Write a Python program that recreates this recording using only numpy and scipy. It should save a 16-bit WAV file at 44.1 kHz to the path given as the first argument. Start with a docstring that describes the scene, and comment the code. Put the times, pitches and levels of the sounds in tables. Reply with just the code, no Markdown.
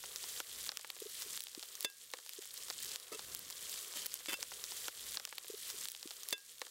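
"""Onions fry in a wide metal pot outdoors. From the start, clumped bubble resonances over noise make the sizzle,
filtered noise makes the pot's murmur and light wind, and struck resonators make spitting pops of water drops.
Then come dull thumps of the pot bottom (driven resonance), ladle knocks and ladle scrapes (modal ringing).
A limiter ducks everything at each loud peak and lets it swell back.
The same passage is played again from its start after one round."""
import sys
import numpy as np
from scipy import signal
from scipy.fft import rfft, irfft, next_fast_len
from scipy.io import wavfile
from scipy.ndimage import uniform_filter1d, minimum_filter1d

SR = 44100
rng = np.random.default_rng(int(sys.argv[2]) if len(sys.argv) > 2 else 0)


def dump_mix(stems):
    """Bounce the given channels to the path in sys.argv[1] as a 16-bit WAV at rate SR."""
    frames = np.atleast_2d(stems).T  # one column per channel
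    limited = np.clip(frames, -1, 1)  # hard clip at full scale
    pcm = np.round(limited * 32767).astype(np.int16)
    wavfile.write(sys.argv[1], SR, pcm)


N = 295470
ROUND_S = 4.48
ROUND_N = round(ROUND_S * SR)   # samples in one round

# modal frequencies of pot and ladle: one column (frequency [Hz])
MODE_HZ = [335, 432, 560, 1000, 1290, 1627, 2060, 2230, 2678, 3110, 3511, 4600, 4949, 6400, 8200, 10300]
# decay and excitation of each mode, in the same order:
# (t60 [s], level at contact place 0 [dB], at place 1 [dB], at place 2 [dB], at place 3 [dB])
MODE_RESPONSE = [(0.115, -26, -16.5, -14, -22), (0.051, -8, -11, -33, -24), (0.032, -6, 12.5, 0.5, -1),
                 (0.13, -29.5, -7, -12, -35), (0.057, -50, 5.5, -9, -14), (0.27, -17, -26, -24, -10),
                 (0.07, -14.5, -24, -24, -9), (0.071, -55, 1, -28, -1), (0.13, -7.5, 0, -31, 2),
                 (0.075, -36.5, -25, 3.5, 0), (0.085, 0.5, -22, -28, 2), (0.015, 0, -10, 4, -20),
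                 (0.096, -16, -5, -15, -3), (0.038, -6, -1, 1, -24), (0.0055, -6, 7, 8, -23),
                 (0.036, -28.5, 3, -23, -24)]


def from_db(db):
    """Level to amplitude: 20 dB is a factor of ten."""
    return 10 ** (np.asarray(db) / 20)


def rms_one(x):
    """Normalisation to unit root-mean-square amplitude."""
    return x / np.sqrt(np.mean(x ** 2) + 1e-20)


def filtered(x, order, hz, kind):
    """Butterworth filtering: a maximally flat pass band."""
    return signal.sosfilt(signal.butter(order, hz, kind, fs=SR, output="sos"), x)


def in_time(rows):
    """Linear interpolation of each column over one round."""
    s, *columns = np.transpose(rows)
    return [np.interp(np.arange(ROUND_N) / SR, s, column) for column in columns]


def shaped(x, spectrum):
    """Minimum-phase colouring by (frequency [Hz], gain [dB]) points keeps clicks sharp; rms 1."""
    size = next_fast_len(len(x))
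    hz, db = np.transpose(spectrum)
    grid = np.maximum(np.arange(size // 2 + 1) * SR / size, 1)
    log_gain = np.interp(np.log(grid), np.log(hz), db) * np.log(10) / 20
    # folding the cepstrum onto positive times gives minimum phase
    cepstrum = irfft(log_gain, size)
    cepstrum[1:size // 2] *= 2
    cepstrum[size // 2 + 1:] = 0
    response = np.exp(rfft(cepstrum))
    return rms_one(irfft(rfft(x, size) * response, size)[:len(x)])


def drift(rate_hz):
    """Slow random fluctuation of rms 1: white noise through a two-pole low-pass."""
    r = np.exp(-2 * np.pi * rate_hz / SR)
    noise = rng.standard_normal(ROUND_N + SR)
    # the first second is left out so that the filter has settled
    return rms_one(signal.lfilter([1], [1, -2 * r, r * r], noise)[SR:])


def ring(clicks, hz, t60):
    """Damped resonance: a unit click sets a decaying sine of initial height 1 ringing."""
    r = from_db(-60 / (t60 * SR))
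    w = 2 * np.pi * min(hz, 18000) / SR
    return signal.lfilter([0, np.sin(w)], [1, -2 * r * np.cos(w), r * r], clicks + 1e-18)


def struck(force, place, ring_share=1):
    """Modal superposition: every mode rings as strongly as this contact place excites it."""
    return sum(from_db(levels[place]) * ring(force, hz, ring_share * t60)
               for hz, (t60, *levels) in zip(MODE_HZ, MODE_RESPONSE))


def add(out, s, sound):
    """Linear superposition of a sound that starts at s seconds."""
    at = round(s * SR)
    out[at:at + len(sound)] += sound[:max(len(out) - at, 0)]


def echoed(x):
    """Early reflection: direct sound plus delayed, weaker copies."""
    # reflections from pot wall and ground: (delay [s], level [dB])
    reflections = [(.0013, -30), (.0035, -23)]
    out = x.copy()
    for delay_s, db in reflections:
        add(out, delay_s, from_db(db) * x)
    return out


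def sizzle(per_s, spread_db, cycles, clump_db, hiss_db):
    """Bubble resonance: steam bubbles burst in clumps, each swelling and fading, above a hiss of smaller ones."""
    # colour of the frying: (frequency [Hz], gain [dB])
    frying_colour = [(530, -49), (900, -23), (1120, -29), (1370, -13.5), (1820, -5), (2450, -6),
                     (3180, 1.5), (3710, 1), (5980, -1), (7770, 1.5), (15500, -7.5)]
    sizes = from_db(spread_db * np.minimum(rng.exponential(1, ROUND_N), 5.))
    bursts = sizes * rng.choice([-1, 1], ROUND_N)
    born = rng.random(ROUND_N) < per_s * from_db(clump_db * drift(25.)) / SR
    dealt = rng.integers(0, 16, ROUND_N)   # which pitch each bubble gets
    grains = 0
    for k, hz in enumerate(np.geomspace(900, 14000, 16)):
        once = ring(bursts * born * (dealt == k), hz, cycles / hz)
        twice = ring(once, hz, cycles / hz)   # a second resonance makes the grain swell before it fades
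        grains = grains + rms_one(twice) * np.sqrt(hz)
    hiss = rng.standard_normal(ROUND_N) * from_db(1.4 * drift(1.54))
    hiss = rms_one(signal.lfilter([1, -.35], [1], hiss))   # the smallest bubbles are the brightest
    return shaped(rms_one(grains) + from_db(hiss_db) * hiss, frying_colour)


def murmur(sizzle_db):
    """Filtered noise: the pot's murmur follows part of the sizzle's swing in level."""
    # colour of the murmur: (frequency [Hz], gain [dB])
    murmur_colour = [(120, -31.5), (200, -21), (300, -12), (369, 3), (441, 3.5), (494, 5.5), (615, -2),
                     (741, -3), (849, -8), (1110, 2.5), (2400, -6.5), (3120, -29), (5280, -120)]
    mean_db, follow_share = -62.5, 0.58   # level at mean vigour; share of the sizzle's swing
    level_db = mean_db + follow_share * (sizzle_db - sizzle_db.mean())
    noise = shaped(rng.standard_normal(ROUND_N), murmur_colour)
    return from_db(level_db + 2.0 * drift(10.0)) * noise


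def wind(wind_db):
    """Turbulence as low-pass-coloured noise of slowly fluctuating level."""
    # colour of the wind: (frequency [Hz], gain [dB])
    wind_colour = [(12, -17), (20, -17), (43, -16.5), (300, -22.5), (390, -30), (660, -120)]
    noise = shaped(rng.standard_normal(ROUND_N), wind_colour)
    return from_db(wind_db + 2.4 * drift(2.4)) * noise


def pops(rows):
    """Impulse response: each burst is a pitched ragged crack, a bright snap and a low body from the pot."""
    out, t = np.zeros(ROUND_N), (np.arange(900) - 60) / SR
    noise = rng.standard_normal((len(rows), 2, 900))
    for (s, hz, peak_db, body_db, snap_db), (ragged, spray) in zip(rows, noise):
        click = (t == 0) + .13 * ragged * np.exp(-np.abs(t) / .0004)
        # the oil settles for a few ms
        splash = click + 0.34 * spray * np.exp(-t / 0.0032) * (t > 0)
        body = filtered(splash, 1, [500, 1900], "band") + 0.024 * ring(click, 516, 0.047)
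        crack = filtered(np.gradient(ring(click, hz, 3.2 / hz)), 1, 8000, "low")
        snap_force = np.sign(spray) * (t == 0) + 1.05 * spray * np.exp(-np.abs(t) / 0.00034)
        snap = filtered(snap_force, 2, 7000, "high")
        parts = zip((crack, body, snap), (0, body_db, snap_db))
        burst = sum(from_db(db) * part / np.abs(part).max() for part, db in parts)
        add(out, max(s + t[0], 0), from_db(peak_db) * burst / np.abs(burst).max())
    # so small a source radiates no bass
    return filtered(echoed(out), 3, 330, "high")


def spits():
    """Random arrivals: rows of smaller drops with uniformly spread times, pitches and levels."""
    per_s, (low_hz, high_hz) = 30, (3730, 6000)
    loudest_db, range_db = -32.5, 11   # the peaks spread over this range below the loudest
    body_db, snap_db, vary_db = -24, 0.5, 10.5   # beside the crack; either way by vary_db
    u = rng.random((round(per_s * ROUND_S), 5))
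    return np.c_[u[:, 0] * ROUND_S,
                 low_hz + (high_hz - low_hz) * u[:, 1],
                 loudest_db - range_db * u[:, 2],
                 body_db + vary_db * (2 * u[:, 3] - 1),
                 snap_db + vary_db * (2 * u[:, 4] - 1)]


def thumps():
    """Driven resonance: a padded blow pushes the food-damped bottom for a few cycles, then it dies quickly."""
    # soft blows on the pot bottom: (time [s], peak level [dB], pitch [Hz], push length [s])
    soft_blows = [(1.018, -32.5, 430, 0.0052), (1.056, -38, 420, 0.011), (1.258, -51, 400, 0.0095),
                  (1.575, -31, 333, 0.0035), (2.385, -34, 405, 0.0065), (3.117, -40.5, 434, 0.0063),
                  (3.144, -45, 432, 0.018), (4.284, -36.5, 346, 0.006), (4.387, -44.5, 540, .005)]
    out, t = np.zeros(ROUND_N), np.arange(3000) / SR
    for s, peak_db, hz, push_s in soft_blows:
        push = np.sin(2 * np.pi * hz * t) * (t < push_s)
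        sound = ring(push, hz, 0.018)
        add(out, s, from_db(peak_db) * sound / np.abs(sound).max())
    return out


def knocks():
    """Modal impact: each mode is caught at its own instant of the contact, which clatters for a few ms."""
    # ladle on pot: (time [s], ring level [dB], clatter level [dB], contact place [0-3])
    ladle_blows = [(1.8464, -14.5, -9.5, 0), (3.958, -48, -42, 2), (3.972, -52, -48, 2),
                   (4.284, -37.5, -33.5, 3)]
    # the modes are caught within contact_s, while the clatter holds; then it fades
    contact_s, fade_s = 0.001195, 0.0048
    out, clatter, t = np.zeros(ROUND_N), np.zeros(ROUND_N), np.arange(SR // 2) / SR
    lags = rng.random((len(ladle_blows), len(MODE_RESPONSE)))
    noises = rng.choice([-1., 1.], (len(ladle_blows), len(t)))
    for (s, ring_db, clatter_db, place), lag, noise in zip(ladle_blows, lags, noises):
        for hz, (t60, *levels), late in zip(MODE_HZ, MODE_RESPONSE, lag):
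            mode = ring(1. * (t == 0), hz, t60)
            add(out, s + contact_s * late, from_db(ring_db + levels[round(place)]) * mode)
        fade = np.exp(-np.maximum(t - contact_s, 0) / fade_s)
        add(clatter, s, from_db(clatter_db) * noise * fade)
    return out + filtered(clatter, 1, [1500, 9000], "band")


def scrapes():
    """Friction as dense uneven impulses: catches under each stroke excite the modes and rasp directly."""
    # ladle dragged over the bottom, at contact places 1, 2 and 3 in turn: (start [s], end [s],
    # ring level at start [dB], at middle [dB], at end [dB], rasp beside the ring [dB])
    strokes = [(3.118, 3.164, -41, -47, -55, -2), (3.951, 4.074, -50, -51, -53.5, 1.5),
               (4.283, 4.351, -50, -36, -37.5, 0)]
    # band of each rasp: (low edge [Hz], high edge [Hz])
    rasp_bands = [(1000, 12000), (1210, 15000), (910, 12000)]
    pressed = .55   # share of the ring time left while the ladle presses on the pot
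    t, out = np.arange(ROUND_N) / SR, 0
    caught = rng.random(ROUND_N) < 1500 / SR   # 1500 catches per second on average
    catches = rms_one(caught * rng.standard_normal(ROUND_N) * from_db(3.9 * drift(64.0)))
    for place, (row, band_hz) in enumerate(zip(strokes, rasp_bands), 1):
        start, end, *press_db, rasp_db = row
        edges = np.clip((t - start) / 0.002, 0, 1) * np.clip((end - t) / 0.011, 0, 1)
        press = from_db(np.interp(t, [start, (start + end) / 2, end], press_db))
        stroke = edges * press * catches
        # dividing by the response to steady catches sets ring and rasp to their levels
        ringing = struck(stroke, place, pressed) / np.std(struck(catches, place, pressed))
        rasp = filtered(stroke, 1, band_hz, "band") / np.std(filtered(catches, 1, band_hz, "band"))
        out = out + ringing + from_db(rasp_db) * rasp
    return out


def limited(x):
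    """Peak limiting: gain drops just ahead of each peak over the ceiling, then climbs back at a steady dB rate."""
    ceiling_db, release_db_per_s, look_ahead_s = -19.5, 18.5, .0015
    climb_db = release_db_per_s * np.arange(len(x)) / SR
    ahead = round(look_ahead_s * SR)
    room_db = np.minimum(ceiling_db - 20 * np.log10(np.abs(x) + 1e-9), 0)
    room_db[0] = -7   # it starts already turned down
    gain_db = np.minimum(np.minimum.accumulate(room_db - climb_db) + climb_db, 0)
    early_db = minimum_filter1d(gain_db, 2 * ahead + 1)
    return x * from_db(uniform_filter1d(early_db, ahead))


def scene():
    """Superposition of all sources over one round, which then repeats."""
    # how hard the oil fries and the wind blows, before the limiter: (time [s], sizzle level [dB], wind level [dB])
    vigour = [(0, -43.5, -68), (.3, -46.5, -68.5), (.45, -45, -75), (.62, -42.5, -66), (.8, -47, -72),
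              (1.1, -45, -73), (1.3, -45.5, -70.5), (1.55, -44, -70), (1.8, -45.5, -76),
              (2.0, -42.5, -68.5), (2.4, -45, -73.5), (2.7, -46, -68), (2.9, -44.5, -69),
              (3.05, -49.5, -76), (3.35, -47.5, -65.5), (3.55, -49, -73.5), (3.72, -44.5, -69.5),
              (3.9, -49, -75), (4.2, -45, -69), (4.48, -46.5, -71)]
    # loud water drops bursting in the oil, before the limiter: (time [s], pitch [Hz], peak level [dB],
    # low body beside the crack [dB], bright snap beside the crack [dB])
    loud_drops = [(0.0383, 1900, -26.5, 11, -5), (0.0434, 4530, -24, -12, 2),
                  (0.1604, 4830, -14.5, -23, -6), (0.2402, 4750, -21.5, -10, -8),
                  (0.3748, 4330, -31, -21, -7), (0.4022, 3560, -13, -6.5, -6), (0.6418, 4410, -25, -22, 1),
                  (0.6669, 4000, -31, -10, -18), (0.6742, 4930, -27, -16, 9),
                  (0.692, 4140, -11.5, -11.5, -11), (0.7183, 3870, -17.5, -9, -13),
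                  (0.7722, 4600, -10, -22, -4), (0.7947, 4920, -23, -10, -9), (0.8466, 1900, -20, -1, -11),
                  (0.9025, 3400, -16, -25, -10), (0.9657, 3870, -26.5, -4, 0), (1.0023, 4910, -23, -18, 10),
                  (1.222, 4760, -18.5, -16, -1), (1.3044, 4270, -31, -16, 12), (1.3296, 5660, -29, -25, -4),
                  (1.3477, 5460, -31, -19, 0), (1.3756, 3370, -11.5, -18.5, -5),
                  (1.4059, 4770, -6.5, -27, 7), (1.4129, 5910, -27, -27, -4), (1.4205, 5270, -19, -28, 3),
                  (1.4383, 5110, -14, -22, 17), (1.4698, 3280, -17, -21, -17),
                  (1.4843, 5160, -22, -29, -13), (1.5493, 4890, -16.5, -22, -11),
                  (1.5953, 4640, -19.5, -21, -5), (1.6278, 5030, -19, -16.5, -7),
                  (1.6326, 3980, -19, -17, -15), (1.6576, 4290, -27, -16, 5), (1.7536, 4150, -17.5, -19, 5),
                  (1.8075, 4730, -18, -22, 9), (1.8282, 5170, -21, -26, 7), (1.9008, 4590, -18.5, -13, 2),
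                  (1.9163, 4410, -25, -19, 0), (2.1153, 5350, -22, -25, 1), (2.1369, 3070, -8.5, -8, -19),
                  (2.1467, 4850, -29, -20, 1), (2.1762, 4810, -30, -18, 4), (2.1874, 3850, -20.5, -8, -16),
                  (2.2632, 4480, -22, -16, -3), (2.2934, 4820, -18.5, -23, -2), (2.3348, 5040, -19, -21, 7),
                  (2.4232, 4900, -23.5, -18, -2), (2.4556, 4310, -23, -15, 7), (2.541, 3620, -23, -14, 13),
                  (2.5767, 4740, -23, -28, -15), (2.6261, 5310, -26.5, -32, -11),
                  (2.6658, 5360, -37, -19, -3), (2.6842, 5380, -29, -10, -4),
                  (2.7014, 4350, -14.5, -11.5, -23), (2.7062, 3730, -23, -8, 0),
                  (2.8031, 5030, -27, -24, 0), (2.8274, 5860, -23.5, -27, 6), (2.8469, 5370, -22, -19, 5.5),
                  (2.8576, 4650, -24.5, -16.5, 0), (2.88, 5100, -28, -25, -2), (2.9105, 4610, -30, -14, 1),
                  (2.9593, 4030, -15, -25, -3), (2.9998, 4800, -26.5, -21, -2), (3.1934, 4340, -26, -7, -9),
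                  (3.3488, 4200, -16.5, -11, 14.5), (3.3926, 4940, -25, -16, 12),
                  (3.5017, 5530, -26, -14, 4), (3.5072, 4500, -25, -15, -2), (3.6957, 5140, -26, -19, 0),
                  (3.7412, 4440, -27, -21, -6), (3.7754, 5110, -31, -14, 6), (3.8399, 5200, -41, -18, 11),
                  (3.9382, 3770, -28.5, -13, -12), (4.0606, 5460, -14, -13, 5.5),
                  (4.0652, 5090, -15.5, -18, 6), (4.1347, 4470, -24, -15, 8), (4.1412, 5100, -12, -34, 5),
                  (4.1547, 4500, -22, -15, 4), (4.2051, 3110, -30.5, -4, -3), (4.2596, 3860, -22, -20, -15),
                  (4.4286, 4300, -12.5, -17.5, -7)]
    sizzle_db, wind_db = in_time(vigour)
    fry = from_db(sizzle_db) * sizzle(per_s=2500., spread_db=3.5, cycles=4.45, clump_db=4.5, hiss_db=0.5)
    background = murmur(sizzle_db) + wind(wind_db)
    drops = pops(loud_drops) + pops(spits())
    # thin metal radiates little below its lowest mode
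    metal = filtered(thumps() + knocks() + scrapes(), 2, 220, "high")
    return np.resize(fry + background + drops + metal, N)[None]


def record(dry):
    """Band limiting: the deepest bass rolls off, one round is limited and repeats, the top is cut steeply."""
    one_round = filtered(dry[0, :ROUND_N], 2, 40, "high")
    held = np.resize(limited(one_round), N)[None]
    return signal.sosfilt(signal.ellip(12, .5, 75, 15800, fs=SR, output="sos"), held)


dry = scene()
out = record(dry)
dump_mix(out)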